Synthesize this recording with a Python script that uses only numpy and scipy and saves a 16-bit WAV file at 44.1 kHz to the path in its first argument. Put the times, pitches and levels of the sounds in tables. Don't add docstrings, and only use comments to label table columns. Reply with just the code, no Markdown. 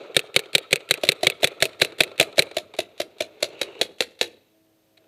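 import sys
import numpy as np
from scipy import signal
from scipy.fft import rfft, irfft
from scipy.io import wavfile
from scipy.ndimage import uniform_filter1d, map_coordinates

SR = 44100
rng = np.random.default_rng(int(sys.argv[2]) if len(sys.argv) > 2 else 0)


def linear_from_db(decibels):
    return 10 ** (np.asarray(decibels, float) / 20)


def persist_wave(psi):
    counts = np.round(np.clip(psi, -1, 1) * 32767).astype(np.int16)
    wavfile.write(sys.argv[1], SR, np.atleast_2d(counts).T)


N = 223807


def unit(x):
    return x / np.sqrt(np.mean(x ** 2) + 1e-20)


def along(points, hz):
    f, v = np.transpose(points)
    return np.interp(np.log(hz + 1), np.log(f + 1), v)


def peaks(rows, hz):
    return sum(gain / (1 + (2 * (hz - centre) / width) ** 2) for centre, width, gain in rows)


def curves(rows):
    s, *cols = np.transpose(rows)
    return [np.interp(np.arange(N) / SR, s, c) for c in cols]


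def wobble(rate):
    knots = rng.standard_normal(int(N * rate / SR) + 4)
    return map_coordinates(knots, [np.arange(N) * rate / SR])


# hz, level_db (per Hz)
CASE_TRANSMISSION = [(18, -55), (30, -33.5), (138, -1), (221, -12.5), (394, 3), (666, 2), (1010, -13.5),
                     (1540, -11), (2230, -11), (2980, -10.5), (3870, -2.5), (5040, -22), (8300, -15),
                     (14400, -28.5), (16000, -39)]
# centre_hz, width_hz, gain_db
CASE_CAVITY = [(421.6, 50, 4), (586, 140, 3), (2227, 1000, 6.5), (2600, 650, 4.5), (3520, 150, 0),
               (4030, 50, 0.5), (4450, 1100, 5)]


def response(colour, size=4096):
    hz = np.fft.rfftfreq(size, 1 / SR)
    db = along(CASE_TRANSMISSION, hz) + along(colour, hz) + peaks(CASE_CAVITY, hz)
    cepstrum = irfft(np.log(np.maximum(linear_from_db(db), 1e-7)))
    cepstrum[1:size // 2] *= 2
    cepstrum[size // 2 + 1:] = 0
    h = irfft(np.exp(rfft(cepstrum)))[:size // 2]
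    return h / np.linalg.norm(h)


def heard(x, colour):
    return signal.fftconvolve(x, response(colour))[:N]


def place(times, waves):
    first = np.round(np.asarray(times) * SR).astype(int)
    at = first[:, None] + np.arange(waves.shape[1])
    return np.bincount(at.ravel(), waves.ravel(), N + SR)[:N]


def burst_shape(t, rise, hold, t60):
    return (1 - np.exp(-t / rise)) * linear_from_db(-60 * np.maximum(t - hold, 0) / t60)


def puffs(times, dbs, rise, hold, t60, same=0.):
    t = np.arange(SR // 8) / SR
    share = np.clip(same, 0, 1)
    noise = rng.standard_normal((len(times) + 1, len(t)))
    noise = np.sqrt(share) * noise[0] + np.sqrt(1 - share) * noise[1:]
    return place(times, linear_from_db(dbs)[:, None] * burst_shape(t, rise, hold, t60) * noise)


def rings(times, dbs, hz, rise, hold, t60):
    t = np.arange(SR // 8) / SR
    sines = np.sin(2 * np.pi * np.reshape(hz, (-1, 1)) * t)
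    return place(times, linear_from_db(dbs)[:, None] * burst_shape(t, rise, hold, t60) * sines)


def pushes(times, dbs, colour):
    h = response(colour)
    spikes = np.bincount(np.round(np.asarray(times) * SR).astype(int), linear_from_db(dbs), N)
    return signal.fftconvolve(spikes, h / np.abs(h).max())[:N]


def echoes(x, decays, delay, lumpy_db):
    out, step = np.zeros(N + 2 * SR), SR // 5
    for start in range(0, N, step):
        hz, t, z = signal.stft(rng.standard_normal(SR * 3 // 4), SR, nperseg=256)
        lumps = lumpy_db * unit(uniform_filter1d(rng.standard_normal(len(t)), size=2))
        gain = linear_from_db(lumps - 60 * t / along(decays, hz)[:, None])
        tail = signal.istft(z * gain, SR, nperseg=256)[1]
        wet = signal.fftconvolve(x[start:start + step], tail / np.linalg.norm(tail))
        out[start + round(delay * SR):][:len(wet)] += wet
    return out[:N]


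def lumpy(colour, depth_db, rate):
    return unit(linear_from_db(depth_db * wobble(rate)) * heard(rng.standard_normal(N), colour))


# start_s, blast_db, whistle_hz, low_whistle_db
SHOTS = [(0.165, -3.5, 3630, -9.5), (0.3617, -4, 3520, -8.5), (0.5503, -4.5, 3520, -7.5),
         (0.7278, -4.5, 4060, -12.5), (0.9087, -3.5, 3910, -18.5), (1.0883, -4.5, 4020, -12.5),
         (1.268, -5.5, 3520, -2.5), (1.442, -4.5, 3420, -11), (1.6229, -4, 3600, -12.5),
         (1.8176, -5.5, 3540, -7.5), (2.0046, -3, 3536, -5.5), (2.198, -4.5, 3490, -11.5),
         (2.3913, -3.5, 4010, -5)]
# hz, level_db
BLAST_COLOUR = [(100, -32.5), (700, -25), (1050, -18.5), (1350, -3), (1650, -0.5), (5000, 0), (15000, 1.5)]
# delay_s, pitch_hz, level_db, rise_s, t60_s
CASE_MODES = [
    (0.00017, 520, 5.5, 0.0014, 0.023),
    (0.0006, 740, -9.5, 0.0017, 0.022),
    (0.00709, 395.7, 2.5, 0.0032, 0.026),
    (0.00055, 147, -4.5, 0.0021, 0.043),
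]


def marker():
    s, db, high_hz, low_db = np.transpose(SHOTS)
    s = s + .0005
    blow = puffs(s, db - 2, .00015, .0012, .025)
    roar = puffs(s, db - 8.5, 0.0009, 0.0021, .018, same=0.64)
    blast = heard(blow + roar, BLAST_COLOUR)
    grip = rng.standard_normal((len(s), 3))
    low_hz = 2264 * (1 + 0.023 * grip[:, 2])
    whistle = rings(s, db - 7, high_hz, 0.000086, 0.002855, 0.016)
    whistle += rings(s, db + low_db, low_hz, 0.0001, 0.0051, 0.0039)
    body, body_db = 0, -10
    for lag, hz, gain_db, rise, t60 in CASE_MODES:
        mode_db = body_db + gain_db + 2.3 * grip[:, 0]
        body += rings(s + lag, mode_db, hz * (1 + 0.017 * grip[:, 1]), rise, 0, t60)
    return blast + whistle + body


BOLT_RETURNS = [.192, .3918, .5811, .7576, .9394, 1.1188, 1.2994, 1.4726, 1.6537, 1.8473, 2.0346, 2.2277,
                2.4218]
# hz, level_db
SLIDE_COLOUR = [(100, -32), (700, -9), (2500, -1), (4500, -2.5), (8000, -6.5), (15000, -15)]
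THUMP_COLOUR = [(60, -15.5), (150, -0.5), (500, -4.5), (900, -18), (1600, -29.5), (4000, -61)]
METAL_COLOUR = [(100, -21), (600, -9.5), (2500, 3), (4000, -1), (10000, 4.5), (15000, 10)]


def action():
    shot = np.transpose(SHOTS)[0]
    play = rng.standard_normal((len(shot), 2))
    valve_lead_s, valve_db, return_db = .0194, -33.5, -11
    s, db = shot - valve_lead_s, valve_db + 1.2 * play[:, 0]
    valve = heard(puffs(s, db + 1.5, .0003, .0028, .012, same=.3), BLAST_COLOUR)
    forward = heard(puffs(s + 0.0066, db - 2.5, .0012, 0.009, 0.01), SLIDE_COLOUR)
    forward += pushes(s + 0.0055, db + 3.0, THUMP_COLOUR)
    seat = heard(puffs(s + .0088, db - 1.0, .0008, .0025, .014), METAL_COLOUR)

    s, db = np.array(BOLT_RETURNS), return_db + .6 * play[:, 1]
    tick = heard(puffs(s - .0062, db - 25.5, .0003, .0008, .01), SLIDE_COLOUR)
    slam = pushes(s + 0.001, db + 4.5, METAL_COLOUR)
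    slam += heard(puffs(s, db - 10.5, 0.00062, 0.0004, .025), METAL_COLOUR)
    slam += rings(s + .0007, db, 2680, 0.00031, 0.00055, 0.0058)
    slam += rings(s + 0.00073, db - 14.0, 480, 0.0034, 0.0045, 0.03)
    bounce = heard(puffs(s + .0066, db - 23.5, .0006, 0.0018, 0.019), METAL_COLOUR)
    return valve + forward + seat + tick + slam + bounce


# start_s, direct_crack_db, scattered_blast_db, thump_db
NEIGHBOUR_SHOTS = [(1.035, -28, -20.5, -13.5), (1.2314, -24, -17, -12.5), (1.4314, -12, -17.5, -14),
                   (1.625, -28, -16, -14.5), (1.816, -15, -14.5, -17.5), (2.005, -26, -22, -14),
                   (2.2113, 2, -17.5, -14), (2.3816, -8.5, -19.5, -13), (2.568, -21, -20, -17),
                   (2.7881, -37, -20, -16), (3.001, -34, -20.5, -17.5), (3.206, -24, -19.5, -17.5),
                   (3.427, -13, -14.5, -17.5), (3.6148, -9, -18.5, -18.5), (3.814, 2, -16, -17.5),
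                   (4.0068, 5, -20.5, -18), (4.213, 4, -17, -19.5)]
# hz, level_db
CRACK_COLOUR = [(100, -26), (700, -3.5), (1100, -1.5), (2000, 1.5), (4300, 3.5), (5500, 9), (6800, 6.5),
                (8300, -0.5), (11000, 6.5), (15000, 2)]
# hz, t60_s
YARD_DECAY = [(150, 0.5), (500, 0.14), (3000, 0.12), (10000, 0.13)]
# delay_s, low_db, bright_db
BUNKERS = [
    (.098, -37.5, -40),
    (0.141, -45.5, -47),
]


def neighbour():
    s, crack_db, scatter_db, thump_db = np.transpose(NEIGHBOUR_SHOTS)
    play = rng.standard_normal((len(s), 2))
    thump_hz = np.interp(s, (3.35, 3.81), (629, 483)) * (1 + .025 * play[:, 0])
    bolt_db = -25 + 1.2 * play[:, 1]
    hiss = puffs(s - .0228, bolt_db - 27, .001, 0.021, .025)
    valve = puffs(s - .0228, bolt_db - 18, .0004, 0.0013, 0.013)
    lead = puffs(s - .0022, scatter_db - 6, .001, .002, .01)
    scatter = puffs(s, scatter_db + 3.5, 0.001, 0.0019, 0.012)
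    scatter += puffs(s + 0.0033, scatter_db, 0.00079, 0.00092, 0.016)
    bolt = puffs(s + .014, bolt_db + 2, .0008, .002, .022)
    bright = heard(hiss + valve + lead + scatter + bolt, CRACK_COLOUR) - pushes(s, crack_db, CRACK_COLOUR)
    thump = rings(s, thump_db, thump_hz, .0007, .0052, .02)
    thump += rings(s, thump_db - 22, 105, 0.0043, 0.0064, 0.066)
    thump += rings(s + 0.00064, thump_db - 5.5, 362, 0.0011, 0.0029, 0.043)
    yard = echoes(linear_from_db(-12.5) * bright + linear_from_db(-11.5) * thump, YARD_DECAY, .003, lumpy_db=3.5)
    back = 0
    for lag, low_db, high_db in BUNKERS:
        back += np.roll(linear_from_db(low_db) * thump + linear_from_db(high_db + 11.0) * yard, round(lag * SR))
    return bright + thump + yard + back


# hz, t60_s
TREE_DECAY = [(150, .3), (500, 0.44), (3000, 0.21), (7000, 0.052), (14000, 0.051)]
WOOD_DECAY = [(300, .5), (3000, 0.83), (6000, .4), (12000, .2)]


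def tree_line(shots):
    edge = linear_from_db(-31.0) * echoes(shots, TREE_DECAY, 0.022, lumpy_db=7.5)
    return edge + linear_from_db(-38.5) * echoes(shots, WOOD_DECAY, .06, lumpy_db=2.5)


# start_s, peak_db, low_knock_db (over the peak)
KNOCKS = [(0.2388, -48.5, 12), (0.2618, -34, -28), (.2705, -37, -21), (0.4575, -30.5, -9.5),
          (.63, -38, -14), (0.805, -28, -14), (0.9744, -21.5, -9), (1.4022, -34, -5.5), (1.5161, -32.5, 0),
          (1.6909, -29, -10), (1.731, -31, -17), (1.921, -29.5, -6), (2.0764, -31, -14.5),
          (2.1152, -31, -5), (2.158, -38, -19), (2.3262, -31, -12.5), (2.4682, -36.5, 0),
          (2.5117, -24, -12.5), (2.7375, -27.5, -5.5), (2.7478, -29.5, -14), (3.5289, -38.5, -0.5),
          (3.7511, -37.5, 2.5), (4.9718, -41, -25.5), (4.9752, -39.5, -24), (5.04, -52, -6)]
# hz, level_db
TUMBLE_COLOUR = [(60, -16), (200, -5), (330, 0), (460, -0.5), (600, -5), (720, -6), (1000, -0.5),
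                 (1400, -2), (2200, -29.5), (4000, -61.5)]


def knocks():
    s, db, low_db = np.transpose(KNOCKS)
    tick = heard(puffs(s, db - 11.0, 0.00056, .0015, .03), SLIDE_COLOUR)
    return tick + heard(puffs(s, db + low_db - 1.5, 0.00059, .003, .045), TUMBLE_COLOUR)


# start_s, level_db
HANDLING = [(0, -40), (.8, -93), (1.1, -53), (2.4, -61), (2.75, -56), (3.3, -54), (3.6, -42.5),
            (3.85, -46.5), (4.05, -77), (4.5, -84), (4.95, -84.5), (5.0, -66), (5.07, -66)]
# hz, level_db
CLATTER_COLOUR = [(100, -37.5), (800, -18.5), (1300, -5.5), (2500, 3), (4500, -3.5), (6500, -1.5),
                  (9000, -14.5), (15000, -20.5)]
WHINE_COLOUR = [(300, -49), (900, -13), (1150, 4), (1330, 14.5), (1500, -7), (1900, -34), (5000, -60)]
CLOTH_COLOUR = [(300, -32), (1000, -13), (1500, 1), (2200, -3.5), (2900, 17), (3500, -25), (6000, -5.5),
                (12000, -29)]
# start_s, rise_s, hold_s, fall_s
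BRUSH = (3.46, .08, .27, .07)


def rattle():
    t = np.arange(N) / SR
    shots = np.r_[-.03, np.transpose(SHOTS)[0]]
    since = t - shots[np.searchsorted(shots, t) - 1]
    jolt = linear_from_db(-43.5 - 62 * since)
    tumbling = lumpy(TUMBLE_COLOUR, 3, 70)
    clatter = linear_from_db(-9.5) * lumpy(CLATTER_COLOUR, 1.7, 110)
    balls = np.hypot(jolt, linear_from_db(curves(HANDLING)[0])) * (tumbling + clatter)
    paddle = linear_from_db(-54.5 - 35 * since) * lumpy(WHINE_COLOUR, 3.3, 60)
    start, rise, hold, fall = BRUSH
    end = start + rise + hold + fall
    stroke = np.clip(np.minimum((t - start) / rise, (end - t) / fall), 0, 1)
    cloth = linear_from_db(-53.5) * stroke ** 2 * lumpy(CLOTH_COLOUR, 2.5, 130)
    return balls + paddle + cloth


# order, level_db, gust_share
ENGINE_ORDERS = [(1, -75.5, 0.1), (2, -85, 0.1), (3, -68, 0.43), (4, -76, .3), (5, -78.5, 0.1),
                 (6, -69, 1.4), (7, -86.5, 0.1)]
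# start_s, level_db
GUSTS = [
    (4.43, -16.5),
    (4.55, 1.5),
    (4.72, -3.5),
    (4.86, -12),
    (5.0, 0),
    (5.07, -3),
]


def engine():
    base_hz = 107.4
    phase = 2 * np.pi * base_hz * np.cumsum(1 + 0.0015 * wobble(6)) / SR
    gust_db, = curves(GUSTS)
    hum = 0
    for order, db, share in ENGINE_ORDERS:
        level = linear_from_db(db + share * gust_db + 1.5 * wobble(4.9))
        hum += np.sqrt(2) * level * np.sin(order * phase + rng.uniform(0, 2 * np.pi))
    return hum


# hz, level_db (per Hz)
AIR_COLOUR = [(15, -18), (25, -3), (110, -1), (650, -7), (1100, -14.5), (4000, -16), (5600, -20),
              (9500, -24.5), (15200, -19), (16000, -37)]
# centre_hz, width_hz, gain_db
CIRCUIT_BANDS = [(6300, 250, 4.5), (8400, 300, 7), (11400, 350, 8), (12950, 300, 6.5), (13600, 700, 3)]


def air():
    hz = np.fft.rfftfreq(N, 1 / SR)
    db = along(AIR_COLOUR, hz) + peaks(CIRCUIT_BANDS, hz)
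    floor = irfft(rfft(rng.standard_normal(N)) * linear_from_db(db), N)
    return linear_from_db(-67 + 0.62 * wobble(7.5)) * unit(floor)


def scene():
    shots = marker() + neighbour()
    near = shots + tree_line(shots) + action() + knocks() + rattle()
    loud = uniform_filter1d(np.abs(near), size=SR // 20)
    duck_db, knee_db = -5.5, -55
    floor_gain = linear_from_db(duck_db * loud / (loud + linear_from_db(knee_db)))
    return (near + engine() + floor_gain * air())[None]


def band_limit(x):
    return signal.sosfilt(signal.butter(12, 16520, fs=SR, output="sos"), x)


def record(dry):
    hz = np.fft.rfftfreq(N, 1 / SR)
    bass_hz, top_hz, ceiling = 73.9, 15520, .89
    thin = irfft(rfft(dry) * (1j * hz / (bass_hz + 1j * hz)) ** 2, N)
    rounded = thin / (1 + np.abs(thin / ceiling) ** 5) ** (1 / 5)
    limited = irfft(rfft(rounded) / (1 + (hz / top_hz) ** 60), N)
    return band_limit(limited)


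dry = scene()
out = record(dry)
persist_wave(out)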